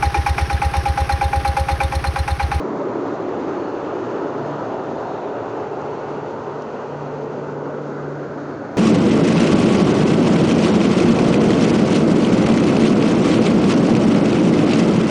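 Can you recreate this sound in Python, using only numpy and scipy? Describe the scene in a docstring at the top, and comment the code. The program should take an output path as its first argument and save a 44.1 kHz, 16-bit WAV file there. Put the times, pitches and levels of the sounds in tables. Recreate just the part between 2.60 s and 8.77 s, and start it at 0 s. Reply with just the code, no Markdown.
"""Oil-fired forced-air heaters run in a paved yard between house walls; the listener walks slowly away round a car.
From the start flames roar in steel drums, fans rush air into booming ducts, blades hum and nozzles hiss and whistle:
filtered noise and wavering sines, with a faint breeze at the microphone. Echoes keep shifting the colour.
A motor hum swells briefly near 1.85 s, faint ticks fall at 3.2 and 4.0 s, and near 5.1 s another heater
comes clear of the car, rebalancing the layers."""
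import sys
import numpy as np
from scipy import signal
from scipy.fft import rfft, irfft, next_fast_len
from scipy.io import wavfile

SR = 44100
rng = np.random.default_rng(int(sys.argv[2]) if len(sys.argv) > 2 else 0)


def transcribe(signal):
    """Save signal, clipped to [-1, 1], as a 16-bit WAV file at the path in sys.argv[1]."""
    frames = np.atleast_2d(signal).T
    limited = np.clip(frames, -1, 1)
    pcm = np.round(limited * 32767).astype(np.int16)
    wavfile.write(sys.argv[1], SR, pcm)


N = 272097   # length in samples

# The walk: start_s, distance_m, flank_share (0 burner end, 1 flank), drum_hz, drum_lift_db,
# rush_band_hz, intake_band_hz
WALK = [(0, 3.16, 0, 365, -0.5, 1140, 2036), (.8, 3.42, 0.5, 360, 7, 1137, 2060),
        (1.05, 3.7, 0.66, 367, 5, 897, 2490), (1.3, 3.57, 0.7, 372, 4.5, 705, 2770),
        (1.65, 3.72, 0.73, 380, 6.5, 664, 2870), (2, 3.58, 0.8, 351, -2.5, 637, 2920),
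        (2.6, 3.84, 0.48, 398, 2.5, 713, 2500), (3.3, 4.1, 0.63, 415, 4, 836, 2750),
        (4.1, 4.46, 0.9, 432, 1.5, 917, 2560), (4.8, 4.44, 0.35, 448, 2.5, 593, 2250),
        (5.5, 4.72, 0.37, 394, 0.5, 604, 2120), (6.17, 4.75, 0.5, 352, -3.5, 594, 2240)]
# Standing waves between the walls, crossed on the walk: start_s, blade_hum_db, duct_boom_db
STANDING_WAVES = [(0.0, -42, -50), (0.55, -46.5, -43.5), (0.7, -54, -45.5), (0.88, -46.5, -46.5),
                  (1.3, -48.5, -45), (1.5, -56, -41), (1.63, -42, -49), (1.8, -38.5, -45.5),
                  (1.95, -36.5, -45), (2.13, -48, -43), (2.3, -42, -45.5), (2.45, -50, -46),
                  (2.6, -46, -46), (2.85, -54, -43), (3.2, -40, -48), (3.38, -41, -45), (3.6, -37, -48),
                  (3.78, -44, -46), (3.95, -36.5, -50), (4.08, -53, -52), (4.18, -44.5, -55),
                  (4.32, -36, -47), (4.7, -37.5, -46), (5.0, -38, -50.5), (5.24, -36.5, -54),
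                  (5.5, -32.5, -52), (5.8, -40.5, -44), (6.17, -46.5, -50)]
# Bands swelling or dipping as echoes off walls and car add or cancel:
# width_hz, then a path of (start_s, centre_hz, gain_db)
SHIFTING_BANDS = [ (70.0, [(0, 290, 3), (.6, 290, 1), (1.6, 300, 0.5), (2.2, 237, -0.5), (2.8, 230, -5.5),
                  (3.4, 225, -3), (4.3, 337, -3.5), (5.0, 303, 0), (5.7, 290, 2.5), (6.17, 290, 2)]),
                  (79.6, [(0, 470, 2.5), (.7, 470, -2), (1.5, 423, 0), (2.1, 467, -1), (2.9, 510, -1),
                  (3.4, 542, -1.5), (3.8, 554, -0.5), (4.4, 510, -2.5), (5.2, 473, 4), (6.17, 503, -0.5)]),
                  (130.0, [(0, 716, -4.5), (.6, 692, 2), (1.4, 744, -2), (2.4, 740, 2), (3.2, 746, 0),
                  (4.2, 704, -2.5), (4.9, 706, -3.5), (5.5, 680, -2.5), (6.17, 720, 1)]),
                  (90.0, [(0, 950, 3), (.9, 980, 0), (1.8, 940, 2.5), (2.7, 900, 1), (3.4, 850, 3),
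                  (4.0, 975, -1), (5.0, 900, 3), (5.6, 870, -2.5), (6.17, 826, 3)]),
                  (220.0, [(0, 1200, 1.5), (.6, 1290, 0), (1.4, 1390, 2.5), (2.0, 1340, 1.5),
                  (3.0, 1450, 0), (4.0, 1450, 2), (4.7, 1480, 0.5), (5.4, 1430, 3.5), (5.8, 1500, 3),
                  (6.17, 1450, 1)]), (250.0, [(0, 2050, 2.5), (.5, 2280, -2.5), (.9, 2250, -0.5),
                  (1.3, 2100, 0), (2.2, 2180, -2), (2.9, 2200, -1), (3.4, 2180, 3), (4.0, 2220, -4),
                  (4.6, 2200, -2.5), (5.2, 2200, -2), (6.17, 2300, 1.5)]), (220.0, [(0, 1550, -2),
                  (.8, 1700, -0.5), (2.0, 1750, 0), (3.0, 1770, -1), (3.9, 1670, -6), (4.6, 1730, -5),
                  (5.3, 1740, -4), (6.17, 1760, 0)]), (400.0, [(0, 2800, 0.5), (.7, 2800, 3.5),
                  (1.2, 2850, 3.5), (1.7, 3020, 1.5), (2.3, 2900, 0.5), (3.1, 2790, 2), (4.0, 2900, 1),
                  (4.6, 2750, 2.5), (6.17, 2810, 0.5)]), (300.0, [(0, 3500, -1.5), (1.1, 3600, 0.5),
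                  (1.6, 3500, -0.5), (2.1, 3370, 1), (2.6, 3780, 5), (3.0, 3500, -1), (3.4, 3420, 0),
                  (4.5, 3560, -2.5), (6.17, 3450, -2)])]

# Noise spectra of the sources: pitch_hz, level_db (per Hz, before levelling to rms 1)
GROWL_SPECTRUM = [(91, -29), (155, -6), (215, -0.5), (285, 2), (370, -25.5), (630, -120)]   # flame, low part
ROAR_SPECTRUM = [(160, -43), (280, -3.5), (420, -2.5), (560, -8.5), (730, -18.5), (1230, -120)]   # flame in the drum
RUSH_SPECTRUM = [(310, -24.5), (520, -3), (953, -8), (1060, -11), (1300, -15.5), (1690, -42.5),
                 (2860, -120)]   # fan air, lower band
UPPER_RUSH_SPECTRUM = [(710, -42), (1200, -4.5), (1430, -2), (1560, -5.5), (1700, -8.5), (1900, -16.5),
                       (2470, -38), (4180, -120)]   # fan air, upper band
INTAKE_SPECTRUM = [(1060, -39), (1800, 3), (2240, -2.5), (2620, -5), (3600, -11), (4680, -48), (7920, -120)]   # air drawn through the fan guard
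HISS_SPECTRUM = [(2000, -35.5), (3400, -4.5), (3920, -3), (4390, -3.5), (5220, -7), (6520, -6), (7450, -14),
                 (8490, -30.5), (11000, -58.5), (18700, -120)]   # burner nozzles
BOOM_SPECTRUM = [(70, -43.5), (85, -18), (98, -4), (115, 4), (126, -7), (134, -7.5), (150, -12.5),
                 (175, -38)]   # air booming in the long ducts
BREEZE_SPECTRUM = [(8.8, -52), (15, -20), (32, -12.5), (59, -6), (75, -10.5), (88, 4), (110, -29.5),
                   (190, -120)]   # moving air at the microphone

# Source levels at the reference distance: burner_end_db, flank_change_db, clear_of_car_gain_db
GROWL_LEVEL = (-32, -2, 0)
ROAR_LEVEL = (-26, 0, -1.2)
RUSH_LEVEL = (-29, 2.5, -2.6)
UPPER_RUSH_LEVEL = (-41, 2, 2)
INTAKE_LEVEL = (-49, 3.5, -1.7)
HISS_LEVEL = (-55.5, 2.5, 0.1)

# Whistles at the nozzles: pitch_hz, width_hz (of each of two filter passes), level_db (against the hiss)
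WHISTLES = [(4280, 170, -12), (4540, 130, -16.5)]
# The whistles on the walk: start_s, strength_db, pitch_shift_hz
WHISTLE_PATH = [(0, -3.5, -170), (.55, -1, -170), (.7, -2, 0), (.9, 2, 20), (1.25, 1, 0), (1.45, -5, 0),
                (1.8, 3.5, 0), (2.1, -5.5, 0), (2.5, -1.5, 0), (3.0, -11, 0), (3.4, 1, 0), (3.9, -4.5, 0),
                (4.4, -0.5, 0), (5.0, -12.5, 0), (5.6, -5, 0), (5.9, 3.5, 0), (6.17, -3.5, -0.5)]
# Overtones of the blade hum: multiple, level_db (against the roar)
HUM_OVERTONES = [(2, -16), (3, -17), (4, -18)]
# Motor hum on the walk: start_s, level_db
MOTOR_PATH = [(0, -60), (.9, -53), (1.1, -48), (1.3, -56), (1.47, -46), (1.63, -53), (1.85, -38),
              (2.02, -54), (2.2, -49), (2.6, -60), (3.0, -55), (3.22, -48), (3.4, -60), (6.17, -60)]
# Faint ticks close by: start_s, peak_db (before dulling), pitch_hz
TICKS = [(3.2174, -36, 6100), (4.0214, -33, 5300), (4.0246, -38.5, 5000)]

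BREEZE_DB = -55.5
NEAR_M = 3   # reference distance of the source levels
CLEAR_S, CLEAR_SPREAD_S = 5.08, 0.28   # another heater comes clear of the car
HEATER_M, EAR_M = 0.35, 1.5   # heights above the paving
PAVING_SHARE = 0.044   # echo strength against the direct sound
SOUND_M_PER_S = 343
BLADE_HZ, BLADE_WAVER_HZ = 145.1, 0.2526
MOTOR_HZ, MOTOR_WAVER_HZ = 117.5, 2.0
CUTOFF_HZ = 9250
DRIFT_STEP = 40   # samples between points of a slow drift
BLOCK = 512   # samples between moves of a resonance


def from_db(db):
    """Decibels to amplitude."""
    return 10 ** (np.asarray(db) / 20)


def rms_one(x):
    """Levels a signal to rms 1."""
    return x / np.sqrt(np.mean(x ** 2) + 1e-20)


def in_time(rows):
    """Draws straight lines between the rows of a path, one curve per column after start_s."""
    start_s, *columns = np.transpose(rows)
    time_s = np.arange(N) / SR
    return [np.interp(time_s, start_s, column) for column in columns]


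def drift(rate_hz):
    """Slow random wander of rms 1: sparse noise through a double one-pole low-pass."""
    r = np.exp(-2 * np.pi * rate_hz * DRIFT_STEP / SR)
    noise = rng.standard_normal(N // DRIFT_STEP + 2002)
    slow = signal.lfilter([1], [1, -2 * r, r * r], noise)[2000:]   # drop the filter's start-up
    return np.interp(np.arange(N) / DRIFT_STEP, np.arange(len(slow)), rms_one(slow))


def coloured(spectrum, flicker_db, flicker_hz):
    """Turbulence noise of the given spectrum with a flickering level; rms 1."""
    size = next_fast_len(N)
    pitch_hz, level_db = np.transpose(spectrum)
    log_hz = np.log(np.maximum(np.arange(size // 2 + 1) * SR / size, 1))
    gain = from_db(np.interp(log_hz, np.log(pitch_hz), level_db, left=-120, right=-120))
    noise = irfft(rfft(rng.standard_normal(size)) * gain, size)[:N]
    return rms_one(noise * from_db(flicker_db * drift(flicker_hz)))


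def resonance(x, centre_hz, width_hz):
    """Two-pole band-pass whose centre may move, stepped in short blocks."""
    out, state = np.empty(N), np.zeros(2)
    centre_hz = np.broadcast_to(centre_hz, N)
    r = np.exp(-np.pi * np.clip(width_hz, 5, 4000) / SR)
    b = (1 - r * r) / 2 * np.array([1, 0, -1])
    for i in range(0, N, BLOCK):
        a = [1, -2 * r * np.cos(2 * np.pi * centre_hz[i] / SR), r * r]
        out[i:i + BLOCK], state = signal.lfilter(b, a, x[i:i + BLOCK], zi=state)
    return out


def lifted(x, centre_hz, width_hz, lift_db):
    """Adds a resonant band on top of a broad noise; rms 1."""
    return rms_one(x + from_db(lift_db) * resonance(x, centre_hz, width_hz))


def heard_db(source, distance_m, flank):
    """Source level after spreading with distance, the turn to the flank and the heater clearing the car."""
    level_db, flank_db, clear_db = source
    clear = 1 / (1 + np.exp((CLEAR_S - np.arange(N) / SR) / CLEAR_SPREAD_S))
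    spreading_db = -20 * np.log10(distance_m / NEAR_M)
    return level_db + flank_db * flank + clear_db * clear + spreading_db


def flame(growl_db, roar_db, drum_hz, lift_db):
    """Unsteady burning: a low growl, and the roar lifted around the drum's resonance."""
    growl = coloured(GROWL_SPECTRUM, flicker_db=0.4, flicker_hz=12.0)
    roar = coloured(ROAR_SPECTRUM, flicker_db=0.7, flicker_hz=34.0)
    roar = lifted(roar, drum_hz, width_hz=98.0, lift_db=lift_db)
    return from_db(growl_db) * growl + from_db(roar_db) * roar


def fan_rush(rush_db, upper_db, band_hz):
    """Turbulence from the blades in two broad bands, the lower one with a moving resonance."""
    body = coloured(RUSH_SPECTRUM, flicker_db=0.3, flicker_hz=6.2)
    body = lifted(body, band_hz, width_hz=210.0, lift_db=-11.5)
    upper = coloured(UPPER_RUSH_SPECTRUM, flicker_db=1.0, flicker_hz=12.0)
    return from_db(rush_db) * body + from_db(upper_db) * upper


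def intake(band_hz):
    """Air drawn through the fan guard: broad noise with a resonant band that moves on the walk."""
    air = coloured(INTAKE_SPECTRUM, flicker_db=0.5, flicker_hz=7.9)
    return lifted(air, band_hz, width_hz=470.0, lift_db=-7.5)


def nozzles():
    """Spray hiss with faint wavering whistles, each a noise rung twice through a narrow resonance."""
    out = coloured(HISS_SPECTRUM, flicker_db=0.8, flicker_hz=12.0)
    strength_db, shift_hz = in_time(WHISTLE_PATH)
    for pitch_hz, width_hz, level_db in WHISTLES:
        centre_hz = pitch_hz + shift_hz
        tone = resonance(rng.standard_normal(N), centre_hz, width_hz)
        tone = resonance(tone, centre_hz, width_hz)
        waver_db = 2.5 * drift(6.0)
        out += from_db(level_db + strength_db + waver_db) * rms_one(tone)
    return rms_one(out)


def duct_boom(boom_db):
    """Low noise of air booming in the long ducts."""
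    return from_db(boom_db) * coloured(BOOM_SPECTRUM, flicker_db=0.5, flicker_hz=5.7)


def blade_hum(hum_db, roar_db):
    """Wavering blade-passing tone, with overtones that fade with the roar."""
    phase = 2 * np.pi * np.cumsum(BLADE_HZ + BLADE_WAVER_HZ * drift(0.55)) / SR
    out = from_db(hum_db + 1.5 * drift(5.0)) * np.sin(phase)
    for multiple, level_db in HUM_OVERTONES:
        overtone = np.sin(multiple * phase + rng.uniform(0, 2 * np.pi))
        out += from_db(roar_db + level_db + 4.0 * drift(0.86)) * overtone
    return np.sqrt(2) * out   # a sine of peak root two has rms 1


def motor_hum():
    """Sine of wavering pitch below the blade tone, swelling and fading on the walk."""
    level_db, = in_time(MOTOR_PATH)
    phase = 2 * np.pi * np.cumsum(MOTOR_HZ + MOTOR_WAVER_HZ * drift(1.5)) / SR
    return np.sqrt(2) * from_db(level_db) * np.sin(phase)


def breeze():
    """Very low noise of moving air at the microphone."""
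    return from_db(BREEZE_DB) * coloured(BREEZE_SPECTRUM, flicker_db=1.8, flicker_hz=1.5)


def ticks():
    """Each tick is a click through a broad resonance, applied twice, then dulled on top."""
    out = np.zeros(N)
    for start_s, peak_db, pitch_hz in TICKS:
        click = np.full(N, 1e-18)   # tiny floor keeps the filters quick
        click[round(start_s * SR)] = 1
        ring = resonance(click, pitch_hz, width_hz=3300.0)
        ring = resonance(ring, pitch_hz, width_hz=3300.0)
        out += from_db(peak_db) * ring / np.abs(ring).max()
    dulling = signal.butter(10, 7100, fs=SR, output="sos")
    return signal.sosfilt(dulling, out)


def paving(x, distance_m):
    """One faint echo off the ground; its lag shrinks as distance grows, so shallow notches glide upward."""
    direct_m = np.hypot(distance_m, EAR_M - HEATER_M)
    bounced_m = np.hypot(distance_m, EAR_M + HEATER_M)
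    lag = (bounced_m - direct_m) / SOUND_M_PER_S * SR   # samples
    echo = np.interp(np.arange(N) - lag, np.arange(N), x)
    return (x + PAVING_SHARE * echo) / np.sqrt(1 + PAVING_SHARE ** 2)


def yard(x):
    """Echo colour of walls and car: each shifting band is lifted or cut around its moving centre."""
    for width_hz, path in SHIFTING_BANDS:
        centre_hz, gain_db = in_time(path)
        x = x + (from_db(gain_db) - 1) * resonance(x, centre_hz, width_hz)
    return x


def scene():
    """Rush, intake and hiss meet their echo off the paving; the lows arrive without it."""
    distance_m, flank, drum_hz, lift_db, rush_hz, intake_hz = in_time(WALK)
    hum_db, boom_db = in_time(STANDING_WAVES)
    roar_db = heard_db(ROAR_LEVEL, distance_m, flank)
    growl_db = heard_db(GROWL_LEVEL, distance_m, flank)
    rush_db = heard_db(RUSH_LEVEL, distance_m, flank)
    upper_db = heard_db(UPPER_RUSH_LEVEL, distance_m, flank)
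    intake_db = heard_db(INTAKE_LEVEL, distance_m, flank)
    hiss_db = heard_db(HISS_LEVEL, distance_m, flank)

    lows = flame(growl_db, roar_db, drum_hz, lift_db) + duct_boom(boom_db)
    lows += blade_hum(hum_db, roar_db) + motor_hum()
    air = fan_rush(rush_db, upper_db, rush_hz)
    air += from_db(intake_db) * intake(intake_hz)
    air += from_db(hiss_db) * nozzles()

    surge = from_db(0.26 * drift(11.0))   # uneven burning shakes all the heater sound
    heaters = surge * yard(lows + paving(air, distance_m))
    return (heaters + breeze() + ticks())[None]


def record(dry):
    """Cuts the top steeply."""
    top_cut = signal.cheby2(16, 50, CUTOFF_HZ, fs=SR, output="sos")
    return signal.sosfilt(top_cut, dry)


dry = scene()
out = record(dry)
transcribe(out)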